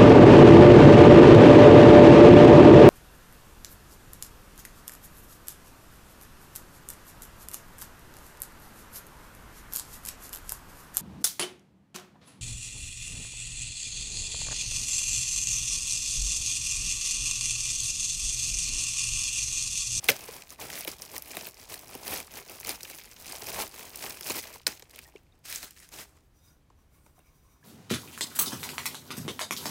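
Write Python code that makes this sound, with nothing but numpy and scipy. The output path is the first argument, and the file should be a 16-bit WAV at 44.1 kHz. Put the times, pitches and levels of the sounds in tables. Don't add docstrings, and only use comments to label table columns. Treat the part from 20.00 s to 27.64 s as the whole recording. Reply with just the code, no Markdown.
import sys
import numpy as np
from scipy import signal
from scipy.io import wavfile

SR = 44100
rng = np.random.default_rng(int(sys.argv[2]) if len(sys.argv) > 2 else 0)


def dump(signal):
    limited = np.clip(np.atleast_2d(signal).T, -1, 1)
    pcm = np.round(limited * 32767).astype(np.int16)
    wavfile.write(sys.argv[1], SR, pcm)


def boost_factor(decibels):
    exponent = np.asarray(decibels, float) / 20
    return 10 ** exponent


N = 336831
SACHET_S = 5.4


def film(creases_per_s, size_db, colour_octaves, smooth_db, crease_db, snap_db):
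    # frequency in Hz, level in dB per Hz.
    sheet_colour = [(35, -38), (60, -8.5), (217, -6.5), (256, -5.5), (408, -2.5), (448, -4), (503, -5),
                    (715, -5.5), (1200, -11), (2520, -6), (3580, -9), (4750, -6.5), (8510, -9.5),
                    (13900, -7), (16000, -7.5)]
    # frequency in Hz, t60 in s.
    buckle_decay = [(200, 0.027), (700, 0.025), (2500, 0.01), (6000, 0.014), (15000, 0.0056)]
    # frequency in Hz, t60 in s.
    room_decay = [(200, .25), (2000, .2), (15000, .12)]
    room_db = -25
    rustle_db, boom_db, bright_db = handling()
    swarm = drift(25)
    born, crease_sizes_db, centre_octave = creases(rustle_db, swarm, creases_per_s, size_db, crease_db)
    s, peak_db, low_db, body_db, top_db = buckles()
    at = np.round(s * SR).astype(int)
    phase = 7 * rng.random(len(at))
    buzz = rng.choice([-1., 1.], N)
    hiss = rng.standard_normal((2, N))
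    slither_db = smooth_db + 2.2 * swarm
    out = np.zeros(N)
    for k, (hz, sos) in enumerate(bands(55.5, order=1)):
        t60_s = at_hz(buckle_decay, hz)
        low = at_hz([(1000, 1), (1600, 0)], hz)
        body = at_hz([(1000, 0), (1600, 1), (3500, 1), (4800, 0)], hz)
        high = at_hz([(7500, 0), (10500, 1)], hz)
        level = boost_factor(rustle_db + low * (boom_db + 7.5) + high * bright_db)

        off_centre = (np.log2(hz) - centre_octave) / colour_octaves
        crease_power = dying(born, boost_factor(crease_sizes_db - 3.7 * off_centre ** 2), 0.6 * t60_s)

        thin_db = at_hz([(130, -4), (450, 0.5)], hz)
        colour_db = low * (low_db + 6.5) + body * (body_db + 3) + high * (top_db + 3) + thin_db
        uneven_db = 3 * np.sin(phase * k)
        snap_power = dying(at, boost_factor(peak_db + snap_db + colour_db + uneven_db), t60_s)

        direct = level ** 2 * crease_power + snap_power
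        keep = boost_factor(-120 / (at_hz(room_decay, hz) * SR))
        echoes = boost_factor(room_db) ** 2 * signal.lfilter([.01], [1, -keep], direct)
        slither = (level * boost_factor(slither_db + 1.8 * drift(6))) ** 2
        drive = buzz * np.sqrt(direct) + np.sqrt(slither + echoes) * hiss[k % 2]
        out += (-1) ** k * boost_factor(at_hz(sheet_colour, hz)) * signal.sosfilt(sos, drive)
    return backed(out)


def creases(rustle_db, swarm, creases_per_s, size_db, crease_db):
    crowding = .25
    chance, luck = rng.random(N), rng.random((N, 2))
    rate_per_s = creases_per_s * boost_factor(3 * swarm + crowding * (rustle_db + 50))
    born = np.flatnonzero(chance < rate_per_s / SR)
    sizes_db = crease_db - crowding * np.clip(rustle_db[born] + 50, -15, 15)
    sizes_db -= size_db * np.log(np.maximum(luck[born, 0], .1))
    sizes_db -= 8 * (born > SACHET_S * SR)
    centre_octave = np.log2(900) + 4.6 * luck[born, 1] ** 0.94
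    return born, sizes_db, centre_octave


def buckles():
    # time in s, peak in dB, then boom, body and top in dB relative to it.
    sheet_snaps = [(.1645, -35, -24, -4.5, -5.5), (.1916, -37, -10, -4, -2), (.365, -40, -26, -13, 1),
                   (.421, -39.5, -21, -3.5, -5), (.5045, -35.5, -21, -12, -8), (.7008, -35.5, -28, 2, -3),
                   (.729, -37.5, -1, -3, -4), (.8079, -37, -19, -4, 5.5), (.8482, -35.5, -1.5, 0, 0),
                   (.8745, -34.5, 4.5, 4, -1), (1.0197, -33, -17, -11, -5), (1.164, -40.5, -17, 6, 8),
                   (1.1802, -32, -3, -10, 0), (1.222, -40, -25, -6, 8.5), (1.313, -38, -20, -8, 0),
                   (1.3687, -33.5, 0, 5, 3), (1.4108, -35, -2, -2, -8), (1.469, -36.5, -28, -.5, 2),
                   (1.5432, -43.5, -18, -18, -5), (1.7411, -35, -15, -1.5, 3), (1.7924, -40, -10, -7, -2),
                   (1.9513, -41, 4, .5, 4.5), (2.138, -36, -5, -2, 6.5), (2.2018, -36.5, -3, 3, 2),
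                   (2.3704, -42, -21, 0, -17), (2.4614, -44, -2, -4.5, -14), (2.4957, -43, -8, -1, -3),
               (2.6006, -41.5, -20, -19, 6.5), (2.6707, -33, -12, -7, 2), (2.6922, -22.5, -12, -7, -1),
               (2.8072, -38, -23, -2.5, -5), (2.8315, -31, -18, -16, -4), (2.8516, -45, -15, 9, -2),
               (2.899, -36, -12, -6, 0), (2.9856, -41, -21, -2, -10), (3.168, -52, -22, 6, -13),
               (3.2818, -32.5, -20, -13, -21), (3.3221, -26.5, -33, -23, -9), (3.421, -32, -7.5, -9, -13),
               (3.4687, -35, -6.5, -5, 0), (3.5438, -34.5, -8, -3, 1), (3.793, -36.5, -11, -1, -6),
               (3.9581, -36, -26, -14, 5), (4.0244, -29.5, -14.5, -8, -9), (4.1715, -43.5, -17, -6, 6),
               (4.299, -28, -2, -8, 0), (4.3041, -23, -11, -6, -25), (4.4387, -38.5, -33, 3.5, -7),
                   (4.6665, -16.5, -22, 1.5, -19), (4.7957, -46, -9, -3, 0), (4.8229, -38.5, -10.5, -8, -16),
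                (4.9595, -50, -4, 9, 7), (4.9895, -39.5, -9, 3, -2), (5.5, -37, -37, -6, -2),
                (5.5255, -33, -21, -5, 2), (5.5486, -36, -23, -12, 3), (5.559, -27, -42, -16, -11),
                (5.629, -34, -14, -3, -5), (5.644, -43, -10, 0, 0), (5.708, -46, -30, -6, -1),
                (5.8895, -49, -14, -6, -1), (5.801, -52, -20, -6, 6), (5.988, -42, -10, 0, -2),
                   (.0425, -26, -11, -7.5, -2), (0.0862, -21.5, -1, 9, 1), (.089, -23, -5, 11.5, 2.5),
            (0.0925, -21.5, -9, 5, 0), (0.0945, -24, 0, 4, -2), (0.0988, -20.5, -13, 0, 3),
            (0.1023, -20.5, -13, -5, -4), (0.107, -33, -1, -9, -6), (0.1168, -26, -12.5, -7, -9),
            (0.8763, -29, -4, -1.5, -9), (0.88, -37.5, -9, 7, 8), (4.669, -18.5, -12, -9.5, -4),
            (4.6773, -21.5, -14.5, -7, -5), (4.91, -47, -25, -10, -6), (2.079, -30.5, -8, -10, 2),
            (2.648, -33, -7, -4, -3), (3.502, -35, 0, -9, -5), (4.209, -33, -12, -4, -2.5),
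            (5.39, -70, -15, -12, 12), (5.16, -58.5, 5, 12, -8), (5.172, -61.5, -4, 2, -11),
            (6.701, -69, 15, 2, -15), (7.063, -61.5, 10, 4, -5), (7.191, -64, 8, 5, 12)]
    return np.transpose(np.array(sheet_snaps))


def backed(sheet):
    over_box = np.arange(N) < SACHET_S * SR
    by_box = 0.47 * resonance(sheet, 2310, 550) - 0.18 * resonance(sheet, 1000, 650)
    by_bench_and_sachet = 0.5 * resonance(sheet, 1400, 1200) + 0.4 * resonance(sheet, 7500, 4000)
    return sheet + over_box * by_box + ~over_box * by_bench_and_sachet


def handling():
    # peak time in s, rustle in dB, rise and fall in s per 10 dB,
    # air pocket boom in dB relative to the rustle.
    tugs = [(0.06, -51, .05, .2, -2), (.094, -31, .009, .018, -9), (.36, -51, .3, .07, 2),
            (.515, -55, .05, .04, -1), (.612, -43.5, .018, .12, 2), (.79, -40.5, .06, .045, -6),
            (.916, -48, .06, .035, -3), (1.01, -52, .03, .08, -1), (1.165, -49, .065, .03, 1),
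            (1.38, -46.5, .125, .09, -3), (1.48, -51, .06, .025, -2), (1.594, -57, .045, .07, 0),
            (1.74, -49, .055, .07, 0), (1.9, -54.5, .08, .15, 2), (2.12, -40, .075, .085, 0),
            (2.385, -50, .085, .045, 1), (2.52, -53, .06, .06, 0), (2.71, -43.5, .095, .055, -2),
            (2.9, -50.5, .09, .21, -4.5), (3.328, -47.5, .13, .11, -2), (3.6, -40.5, .15, .065, 0),
            (3.8, -52, .12, .1, 0), (4.08, -44.5, .15, .075, -1), (4.32, -38, .08, .09, -3)]
    aside = [(4.55, -54.5, .15, .06, -2), (4.69, -49, .015, .075, -5), (4.83, -65, .05, .04, -3),
             (4.985, -57, .09, .1, -2), (5.176, -75, .1, .2, 5), (5.455, -48, .008, .1, -11),
             (5.505, -40.5, .026, .11, -14), (5.645, -49, .03, .04, -10), (5.815, -54, .075, .05, -14),
             (5.925, -54, .012, .1, -4), (5.994, -46, .055, .05, -6), (6.158, -70, .15, .06, 0)]
    bag_free_s, bag_bright_db, aside_bright_db = 4.62, .3, -2.5
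    s, db, rise_s, fall_s, boom_db = np.transpose(np.concatenate([tugs, aside]))
    rustle_db = swells(s, db, rise_s, fall_s)
    bright_db = np.where(np.arange(N) / SR < bag_free_s, bag_bright_db, aside_bright_db)
    bright_db = bright_db + .1 * (rustle_db + 53)
    return rustle_db, swells(s, db + boom_db, rise_s, fall_s) - rustle_db, bright_db


def knocks():
    # time in s, peak in dB, pitch in Hz, t60 in s.
    contacts = [(.092, -23, 455, 0.021), (.104, -33, 566, 0.079), (0.289, -34.5, 447, 0.022),
                (.876, -39, 425, 0.037), (.518, -47, 1200, .015), (2.203, -42, 900, .015),
                (5.168, -52.5, 2700, .02), (5.056, -58.5, 1870, 0.052), (5.154, -40, 405, 0.025),
                (5.323, -57, 3700, 0.012), (7.18, -58.5, 738, 0.029), (7.202, -63, 2760, 0.017),
                (7.628, -58, 1680, 0.024)]
    out, t = np.zeros(N + SR // 4), np.arange(SR // 4) / SR
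    soft_onset = 1 - np.exp(-t / 0.0021)
    for s, peak_db, hz, t60_s in contacts:
        i = round(s * SR)
        decay = boost_factor(peak_db + 11 - 60 * t / t60_s)
        out[i:i + len(t)] += decay * soft_onset * np.sin(2 * np.pi * hz * t)
    return out[:N]


def box():
    # time in s, skin hiss in dB, low, high and top ring in dB.
    strokes = [(6.2, -80, -88, -82, -84), (6.37, -80, -90, -72, -76), (6.455, -74, -72, -66, -71),
               (6.49, -81, -70, -72, -76), (6.8, -84, -76, -79, -85), (6.95, -76, -70, -76, -64),
               (7.06, -77, -76, -78, -63), (7.17, -78, -72, -76, -76), (7.27, -79, -70, -72, -78),
               (7.36, -78, -80, -74, -76), (7.45, -81, -76, -74, -76), (7.52, -78, -73, -73, -78),
               (7.63, -80, -76, -85, -85)]
    # frequency in Hz, width in Hz, level in dB.
    modes = [(1086, 154, 6), (1420, 57, -1.5), (2230, 180, 1.5), (3720, 90, -4), (5000, 150, -2),
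             (5840, 130, 3.5), (6380, 60, -9.5), (7350, 120, -11), (8370, 250, -5), (10500, 120, -15)]
    s, *layers_db = np.transpose(strokes)
    skin_db, low_db, high_db, top_db = [swells(s, db, rise_s=.035, fall_s=.08) for db in layers_db]
    touch = np.clip((np.arange(N) / SR - 6.2) / .05, 0, 1)
    white = rng.standard_normal((2, N))
    out = boost_factor(skin_db + 9) * signal.lfilter([1, -.6], [1], white[0])
    for hz, width_hz, db in modes:
        ring = rms_one(resonance(white[1], hz, width_hz))
        stroke_db = low_db if hz < 3000 else high_db if hz < 7000 else top_db
        out += ring * boost_factor(db - 8.5 + stroke_db + 3.3 * drift(12.8))
    return touch * out


def rumble():
    # frequency in Hz, level in dB per Hz.
    room_colour = [(12, -44), (20, -15), (70, -9), (104, -16.5), (146, -15), (158, -22), (293, -22.5),
                   (410, -28.5), (660, -31.5), (949, -35), (16000, -53)]
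    rumble_db = -66 + 3.5
    white = rng.standard_normal((2, N + SR))
    out = np.zeros(N)
    for k, (hz, sos) in enumerate(bands(20.3, order=2)):
        settled = signal.sosfilt(sos, white[k % 2])[SR:]
        out += boost_factor(at_hz(room_colour, hz)) * settled
    return boost_factor(rumble_db) * rms_one(out)


def swells(s, peak_db, rise_s, fall_s):
    roundness = 1.35
    late_s = np.arange(0, N + 64, 64)[:, None] / SR - s
    away = np.where(late_s < 0, -late_s / rise_s, late_s / fall_s)
    power = boost_factor(2 * (peak_db - 10 * away ** roundness)).sum(axis=1)
    return np.interp(np.arange(N) / 64, np.arange(len(power)), 10 * np.log10(power + 1e-14))


def dying(at, heights, t60_s):
    power = np.full(N, 1e-18)
    np.add.at(power, at, heights ** 2)
    return signal.lfilter([1], [1, -boost_factor(-120 / (t60_s * SR))], power)


def resonance(x, hz, width_hz):
    r = np.exp(-np.pi * width_hz / SR)
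    poles = [1, -2 * r * np.cos(2 * np.pi * hz / SR), r * r]
    return signal.lfilter(np.array([1, 0, -1]) * (1 - r * r) / 2, poles, x)


def drift(rate_hz):
    r = np.exp(-80 * np.pi * rate_hz / SR)
    slow = signal.lfilter([1], [1, -2 * r, r * r], rng.standard_normal(N // 40 + 2002))[2000:]
    return np.interp(np.arange(N) / 40, np.arange(len(slow)), rms_one(slow))


def bands(low_hz, order):
    edges_hz = low_hz * 2 ** np.arange(0, np.log2(19000 / low_hz), 1 / 3)
    return [(np.sqrt(a * b), signal.butter(order, [a, b], "band", fs=SR, output="sos"))
            for a, b in zip(edges_hz, edges_hz[1:])]


def at_hz(points, hz):
    points_hz, values = np.transpose(points)
    return np.interp(np.log(hz), np.log(points_hz), values)


def rms_one(x):
    return x / np.sqrt(np.mean(x ** 2) + 1e-20)


def scene():
    sheet = film(creases_per_s=750, size_db=6.5, colour_octaves=0.72,
                 smooth_db=7.8, crease_db=17, snap_db=16)
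    near = sheet + knocks() + box()
    return (near + rumble())[None, :]


def band_limit(x):
    return signal.sosfilt(signal.butter(12, 16970, fs=SR, output="sos"), x)


def record(dry):
    low_pass = signal.cheby2(10, 50, 16000 * 1.04, fs=SR, output="sos")
    return band_limit(signal.sosfilt(low_pass, dry))


dry = scene()
out = record(dry)
dump(out)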